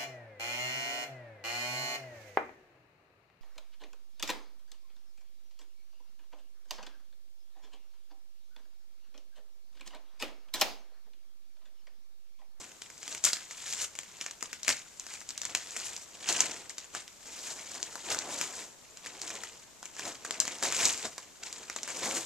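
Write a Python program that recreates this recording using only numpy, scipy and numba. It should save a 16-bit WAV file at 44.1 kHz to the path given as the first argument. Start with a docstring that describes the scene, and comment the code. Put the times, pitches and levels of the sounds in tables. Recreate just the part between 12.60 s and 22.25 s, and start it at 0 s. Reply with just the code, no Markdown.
"""A furnished, carpeted room: two dogs pull wrapping paper off a present, a step from a small camera.
Creases snap and crackle and fibres rip, all as short damped rings; the sheet flaps as filtered noise.
A collar tag tinkles once as one high mode. Decaying noise makes the short room tail, shaped noise the hush.
Each microphone port adds a resonance near 7 kHz."""
import sys
import numpy as np
from scipy import signal
from scipy.fft import rfft, irfft, next_fast_len
from scipy.io import wavfile
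from scipy.ndimage import uniform_filter1d
from numba import njit

SR = 44100
rng = np.random.default_rng(int(sys.argv[2]) if len(sys.argv) > 2 else 0)


def master(y):
    """Save y as 16-bit WAV."""
    cut = np.clip(np.atleast_2d(y).T, -1, 1)
    pcm = np.round(cut * 32767)  # scale
    wavfile.write(sys.argv[1], SR, pcm.astype(np.int16))


N = 425565

# single creases buckling: onset t/s, level before the facet gains level/dB, own facet f/Hz
CREASE_SNAPS = [(0.1171, -34.5, 3030), (0.2192, -25, 3940), (0.3007, -33, 2230), (0.378, -37.5, 5890),
                (0.4289, -28.5, 2320), (0.4778, -23, 2810), (0.5254, -28, 5860), (0.5479, -22, 2350),
                (0.6394, -15, 6100), (0.7311, -11, 4640), (0.7682, -26.5, 4500), (0.9094, -26, 2190),
                (1.0697, -27, 2160), (1.1253, -21, 5260), (1.1558, -35, 5190), (1.352, -30, 2340),
                (1.388, -19.5, 2900), (1.432, -29.5, 2500), (1.6113, -16.5, 3260), (1.6623, -22.5, 2300),
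                (1.71, -26, 3700), (1.808, -28, 3020), (1.8255, -15.5, 1980), (1.9292, -21.5, 2380),
                (2.0308, -24, 5100), (2.0469, -25, 3810), (2.0796, -6.5, 2420), (2.0903, -11, 2390),
                (2.101, -14.5, 2270), (2.1115, -30, 2310), (2.3965, -30, 5640), (2.4658, -26, 2810),
                (2.538, -27, 3350), (2.6043, -36, 6000), (2.614, -31, 2330), (2.6898, -26.5, 5600),
                (2.705, -24.5, 5000), (2.7765, -21.5, 4900), (2.816, -19.5, 4660), (2.833, -28.5, 1720),
                (2.8518, -18, 3900), (2.9489, -7.5, 3160), (2.9724, -27, 5200), (3.164, -19, 2400),
                (3.3635, -25, 5560), (3.688, -12.5, 5840), (3.7252, -16.5, 5800), (3.8044, -8.5, 6140),
                (3.8583, -20.5, 2270), (3.915, -27.5, 5830), (4.0949, -27, 5160), (4.1816, -20, 4500),
                (4.349, -22, 1440), (4.4782, -30, 3660), (4.7894, -30, 4940), (5.228, -21, 5000),
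                (5.3547, -24, 1160), (5.5024, -19, 5670), (5.5455, -18, 1720), (5.588, -19, 5030),
                (5.812, -12, 2430), (6.3712, -32, 4380), (6.4603, -24.5, 1820), (6.6159, -22, 5600),
                (6.6767, -28, 4200), (6.693, -29, 5800), (6.7033, -23.5, 2300), (6.8353, -23, 1790),
                (7.228, -27, 1380), (7.2549, -26, 3200), (7.3652, -28.5, 1870), (7.3936, -18, 1930),
                (7.452, -25.5, 1940), (7.6488, -17.5, 1600), (7.708, -15, 2980), (7.8009, -8.5, 5960),
                (7.8516, -17, 2080), (7.878, -17, 2050), (8.0259, -15.5, 1510), (8.0501, -18, 2230),
                (8.1234, -17.5, 2630), (8.1648, -17, 5500), (8.212, -16, 1730), (8.2537, -8.5, 6200),
                (8.284, -24, 5530), (8.4262, -24, 3570), (8.5795, -21.5, 1500), (8.9265, -24, 4150),
                (9.0984, -20, 2090), (9.1618, -20.5, 1270), (9.2311, -21, 5440), (9.2763, -21.5, 2030)]


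def undb(db):
    """Amplitude ratio from level: 20 dB per factor of ten."""
    return 10 ** (np.asarray(db) / 20)


def unit(x):
    """Normalisation to unit root-mean-square amplitude."""
    return x / np.sqrt(np.mean(x ** 2))


def band(x, lo_hz, hi_hz):
    """Band-pass filtering: only the components between two cutoffs pass freely."""
    return signal.sosfilt(signal.butter(2, [lo_hz, hi_hz], "band", fs=SR, output="sos"), x)


def on_log(hz, table):
    """Spectral interpolation: f/Hz, level/dB points joined by straight lines on a log-frequency axis."""
    f, db = np.transpose(table)
    return np.interp(np.log(hz), np.log(f), db)


def walk(rate_hz):
    """Random modulation: levels drawn at a given rate and slewed between, spread just under 1."""
    hold = int(SR / rate_hz)
    steps = np.repeat(rng.standard_normal(N // hold + 1), hold)
    return uniform_filter1d(steps, hold)[:N]


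@njit
def rings(out, at, hz, cycles, size, lag, pan, rise):
    """Damped oscillation: each ring swells over `rise` cycles and decays to 1/e in `cycles`; left lags."""
    for g in range(len(at)):
        turn = np.exp((2j * np.pi - 1 / cycles[g]) * hz[g] / SR)  # phase and decay per sample
        relax = np.exp(-hz[g] / SR / rise)
        first = int(at[g])
        last = min(first + int(6 * cycles[g] * SR / hz[g]), out.shape[1])
        for c in range(2):
            age = 4 - (at[g] - first) - (lag[g] if c == 0 else 0.)  # keeps the fraction of a sample
            gain = pan[g] if c == 0 else 1 / pan[g]
            z = size[g] * gain * turn ** (age - 3)
            rest = relax ** (age - 3)
            for j in range(first, last):
                out[c, j] += z.imag * (1 - rest) * (j - first + age >= 3)
                z *= turn
                rest *= relax
    return out


def play(s, hz, cycles, size, place, rise_cycles=0.51):
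    """Stereo localisation: place across the sheet (-1 to 1) sets delay and balance between the ports."""
    ones = np.ones(len(s))
    lag_samples = np.clip(2.2 + 1.1 * place, 0, 4)
    pan = undb(1.9 * place)
    hz = np.clip(hz, 50, 15000) * ones
    return rings(np.zeros((2, N)), s * SR, hz, cycles * ones, size * ones, lag_samples, pan, rise_cycles)


def snaps(count=14, settle_s=.0025, fade_db_per_s=700, scatter_db=8, after_db=-9):
    """Buckling instability: a crease gives way, its facets ring, and a quick run of weaker steps follows."""
    # what a snap rings besides its own facet: f/Hz, decay/cycles, level/dB
    common_facets = [(780, 0.98, -36), (5720, 0.72, -2.5), (9760, 0.84, -8)]
    own_cycles, own_db, own_db_per_octave = 0.75, -4, 1  # own facet, level at 2.5 kHz
    lead_s = 0.001106  # from the listed onset to the main step
    s, db, own_hz = np.transpose(CREASE_SNAPS)
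    draw = rng.random((len(s), count, 7))

    # delay of each step after the main one
    late = settle_s * np.log(draw[..., 0] + 0.025) ** 2
    late[:, 0] = 0
    late[:, 1] = -2 * lead_s * draw[:, 1, 0]  # one weaker step falls up to about 2 ms before the main one
    fade_db = after_db - fade_db_per_s * late - scatter_db * (draw[..., 1] - .5)
    fade_db = fade_db * (late != 0)  # the main step keeps its full level
    place = np.repeat(2 * draw[:, 0, 2] - 1, count)
    start_s = (s[:, None] + lead_s + late).ravel()

    octaves = np.log2(own_hz / 2500)
    own = (own_hz[:, None], own_cycles, own_db + own_db_per_octave * octaves)
    hz, cycles, gain_db = common_facets[0]
    large = (hz, cycles, gain_db - 9 * octaves)  # bright snaps stir the large facet less
    out = 0
    for k, (hz, cycles, gain_db) in enumerate([own, large] + common_facets[1:]):
        # the main step rings its own facet exactly in tune
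        spread_octaves = np.where(late == 0, .25 * (k > 0), .8)
        pitch = hz * 2 ** (spread_octaves * (draw[..., 3 + k] - .5))
        size = undb((db + gain_db)[:, None] + fade_db)
        out = out + play(start_s, pitch.ravel(), cycles, size.ravel(), place)
    return out


def crackle(per_s, spread_db, patchy_db, cycles):
    """Superposed random impulses: countless small creases, a few large among many small, in patches."""
    # relative grain size before the allowance for ring duration: f/Hz, level/dB
    grain_size = [(1000, -11.5), (2300, -2), (4500, -5.5), (7000, -7.5), (12000, -20)]
    when, pitch, rarity, length, across = rng.random((int(per_s * N / SR), 5)).T
    hz = 500 * (14000 / 500) ** (pitch ** 0.625)
    size = undb(on_log(hz, grain_size) - spread_db * np.log(rarity + 0.03))
    # a low ring lasts longer, so it starts smaller for the same energy
    size = size * np.sqrt(hz / 7000)
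    grains = play(when * N / SR, hz, cycles * (1 + length), size, 2 * across - 1)
    return unit(grains * undb(patchy_db * (walk(75) + walk(170))))


def ripping(per_s=4000):
    """Fracture: fibres part along a tear in a dense hail of tiny bright ticks."""
    when, pitch, rarity, across = rng.random((int(per_s * N / SR), 4)).T
    size = undb(-4.0 * np.log(rarity + 0.041))
    return unit(play(when * N / SR, 3500 * 4.0 ** pitch, 0.41, size, 2 * across - 1))


def flapping(flap, work):
    """Bending and friction: the sheet rumples dully over carpet; harder tugs make the parcel thud more."""
    low = band(rng.standard_normal(N), 225, 1054) * undb(2.5 * walk(50))
    deep = band(rng.standard_normal(N), 79, 170) * undb(1.0 * walk(8.6))
    return flap * unit(low) + undb(-32.5) * work * unit(deep)


def handling():
    """Power addition of envelopes: tugs swell and die away, snaps settle, a faint stir never stops."""
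    # a dog tugs the paper: peak t/s, crackle envelope level/dB, build-up and die-away in s per 10 dB,
    # flapping and ripping envelopes re crackle level/dB
    paper_tugs = [(0.0, -45, .05, 0.084, -14, 0), (0.543, -43.5, 0.13, 0.039, -17, 2),
                  (0.651, -34, 0.0097, 0.068, -37, 11.5), (1.13, -42, 0.17, 0.093, -26, 2.5),
                  (1.243, -39, 0.14, 0.012, -26, 10), (1.62, -48.5, 0.34, 0.12, -27, -8),
                  (2.1, -26, 0.013, 0.022, -18.5, 3.5), (2.55, -47, 0.14, 0.052, -44, 2.5),
                  (2.9, -40, 0.015, 0.043, -15, -18), (3.26, -42, 0.32, 0.15, -20, 3),
                  (3.698, -25, 0.015, 0.035, -21, -1), (3.808, -34, 0.13, 0.13, -12, -7.5),
                  (4.355, -38.5, 0.016, 0.036, -14, -22), (4.67, -49.5, 0.027, 0.26, -15, 4),
                  (4.9, -43.5, 0.17, 0.092, -14.5, 5.5), (5.15, -45, 0.25, 0.41, -13, 1),
                  (5.522, -33.5, 0.052, 0.063, -11, 0), (5.7, -53, 0.15, 0.2, 4, -15),
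                  (5.819, -36, 0.11, 0.037, -19, 4), (6.02, -44, 0.37, 0.059, -12, 3.5),
                  (6.47, -50.5, 0.033, 0.21, -9.5, -17), (6.75, -44, 0.26, 0.19, -12, -6),
                  (7.481, -38, 0.081, 0.051, -10, -2), (7.71, -46.5, 0.089, 0.58, -9, -3.5),
                  (8.034, -26.5, 0.0079, 0.047, -12.5, 0.5), (8.232, -29, 0.12, 0.12, -16.5, 0.5),
                  (8.462, -36.5, 0.041, 0.017, -11, 3), (8.829, -49, 0.025, 0.84, -12.5, -3),
                  (9.29, -42, 0.027, 0.55, -18, -1), (9.46, -36, 0.087, 0.08, -7, 4.5),
                  (9.579, -38, 0.096, 0.046, -6.5, 10.5)]
    # after a snap the paper rustles on: level for a -19.5 dB snap, dB gained per dB of snap
    settle_db, settle_slope, settle_s_per_10db = -45.5, 0.8, 0.075
    settle_flap_db, settle_rip_db = -39, -18  # re crackle
    # noses and paws never quite leave the paper; flapping and ripping re crackle
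    idle_db, idle_flap_db, idle_rip_db = -69, -7, 6.5

    s, db, _ = np.transpose(CREASE_SNAPS)
    ones = np.ones(len(s))
    settling = [s, settle_db + settle_slope * (db + 19.5), 0 * ones, settle_s_per_10db * ones,
                settle_flap_db * ones, settle_rip_db * ones]
    events = np.hstack([np.transpose(paper_tugs), settling])
    s, db, rise_s, fall_s, flap_db, rip_db = events[..., None]
    t = np.arange(0, N + 64, 64) / SR
    before = (s - t) / np.maximum(rise_s, 1e-3)
    after = (t - s) / np.maximum(fall_s, 1e-3)
    level_db = db - 10 * np.where(t < s, before, after)

    def envelope(extra_db, idle_extra_db):
        """Incoherent sources add in power, over an idle floor."""
        power = np.sum(undb(level_db + extra_db) ** 2, axis=0) + undb(idle_db + idle_extra_db) ** 2
        return np.interp(np.arange(N) / SR, t, np.sqrt(power))

    return envelope(0, 0), envelope(flap_db, idle_flap_db), envelope(rip_db, idle_rip_db)


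def tag():
    """Modal vibration: one high mode of a small metal disc."""
    # collar tag touched: t/s, level/dB
    touches = [(3.252, -45)]
    tag_hz, t60_s = 10300, 0.08
    s, db = np.transpose(touches)
    return play(s, tag_hz, t60_s * tag_hz / np.log(1000), undb(db), 0 * s)


def room(x, count=6, stay_s=.12):
    """Reverberation: noise tails whose treble dies first, crossfaded in turn as dogs and paper move."""
    t60_s, treble_t60_s = 0.23, 0.16
    t = np.arange(int(.35 * SR)) / SR
    turn = np.arange(N) / SR / stay_s % count
    onset = np.clip(t / 0.00067 - 1, 0, 1)
    out = 0
    for k in range(count):
        shared, own = rng.standard_normal(len(t)), rng.standard_normal((2, len(t)))
        # the ports agree in the bass and differ in the treble
        low = band(shared + 0.064 * own, 65, 2440) * undb(-60 * t / t60_s)
        high = band(0.38 * shared + own, 2630, 22000) * undb(-60 * t / treble_t60_s)
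        tail = (low + high) * onset
        tail = tail / np.sqrt(np.sum(tail ** 2) / 2)
        distance = np.abs((turn - k + count / 2) % count - count / 2)
        share = np.clip(1 - distance, 0, 1)
        out = out + signal.oaconvolve(x * np.sqrt(share), tail, axes=1)[:, :N]
    return out


def hush():
    """Stationary coloured noise: steady room air, mostly independent between the ports."""
    # relative spectral density of the air: f/Hz, level/dB
    air_spectrum = [(30, 9), (60, 12.5), (120, 13), (500, 11), (2000, 5), (6000, 1.5), (14000, -13)]
    noise = rng.standard_normal((2, N)) + 0.16 * rng.standard_normal(N)
    size = next_fast_len(N)
    hz = np.maximum(np.arange(size // 2 + 1) * SR / size, 10)
    spectrum = rfft(noise, size) * undb(on_log(hz, air_spectrum))
    return undb(-64) * unit(irfft(spectrum, size)[:, :N])


def scene():
    """Linear superposition: paper and tag, their room tail and the hush add."""
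    work, flap, rip = handling()
    rustle = undb(-9.5) * crackle(per_s=3500, spread_db=0.5, patchy_db=3.5, cycles=1.3)
    folds = undb(-14.5) * crackle(per_s=300, spread_db=3.5, patchy_db=-0.5, cycles=0.85)
    fits = undb(2.5 * (walk(70) + walk(150)))  # a tear advances in fits and starts
    tearing = undb(-15.0) * rip * fits * ripping()
    creases = work * (rustle + folds) + tearing + snaps()
    # small creases radiate little bass
    creases = signal.sosfilt(signal.butter(2, 220, "high", fs=SR, output="sos"), creases)
    sources = creases + flapping(flap, work) + tag()
    return sources + undb(-8) * room(sources) + hush()


def boost(x, hz, width_hz, db):
    """Resonance: a peak stands above a flat response."""
    peak = signal.lfilter(*signal.iirpeak(hz, hz / width_hz, fs=SR), x)
    return x + (undb(db) - 1) * peak


def record(dry):
    """Cavity resonance at each port, right treble shaded; electronics hiss and round peaks."""
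    # left and right port: resonance f/Hz, width/Hz, boost/dB, level/dB
    port_cavities = [(7490, 1050, 15, 4.5), (6780, 1510, 13, 3.5)]
    shade_hz, shade_db, hiss_db, top_hz = 8200, -14, -63.5, 14200
    out = np.array([undb(level_db) * boost(x, hz, width_hz, db)
                    for x, (hz, width_hz, db, level_db) in zip(dry, port_cavities)])
    dull = signal.sosfilt(signal.butter(2, shade_hz, fs=SR, output="sos"), out[1])
    out[1] = dull + undb(shade_db) * (out[1] - dull)
    out += undb(hiss_db) * rng.standard_normal((2, N))
    rounded = np.tanh(out)
    # almost nothing is heard above about 14 kHz
    return signal.sosfilt(signal.ellip(10, .3, 70, top_hz, fs=SR, output="sos"), rounded)


dry = scene()
out = record(dry)
master(out)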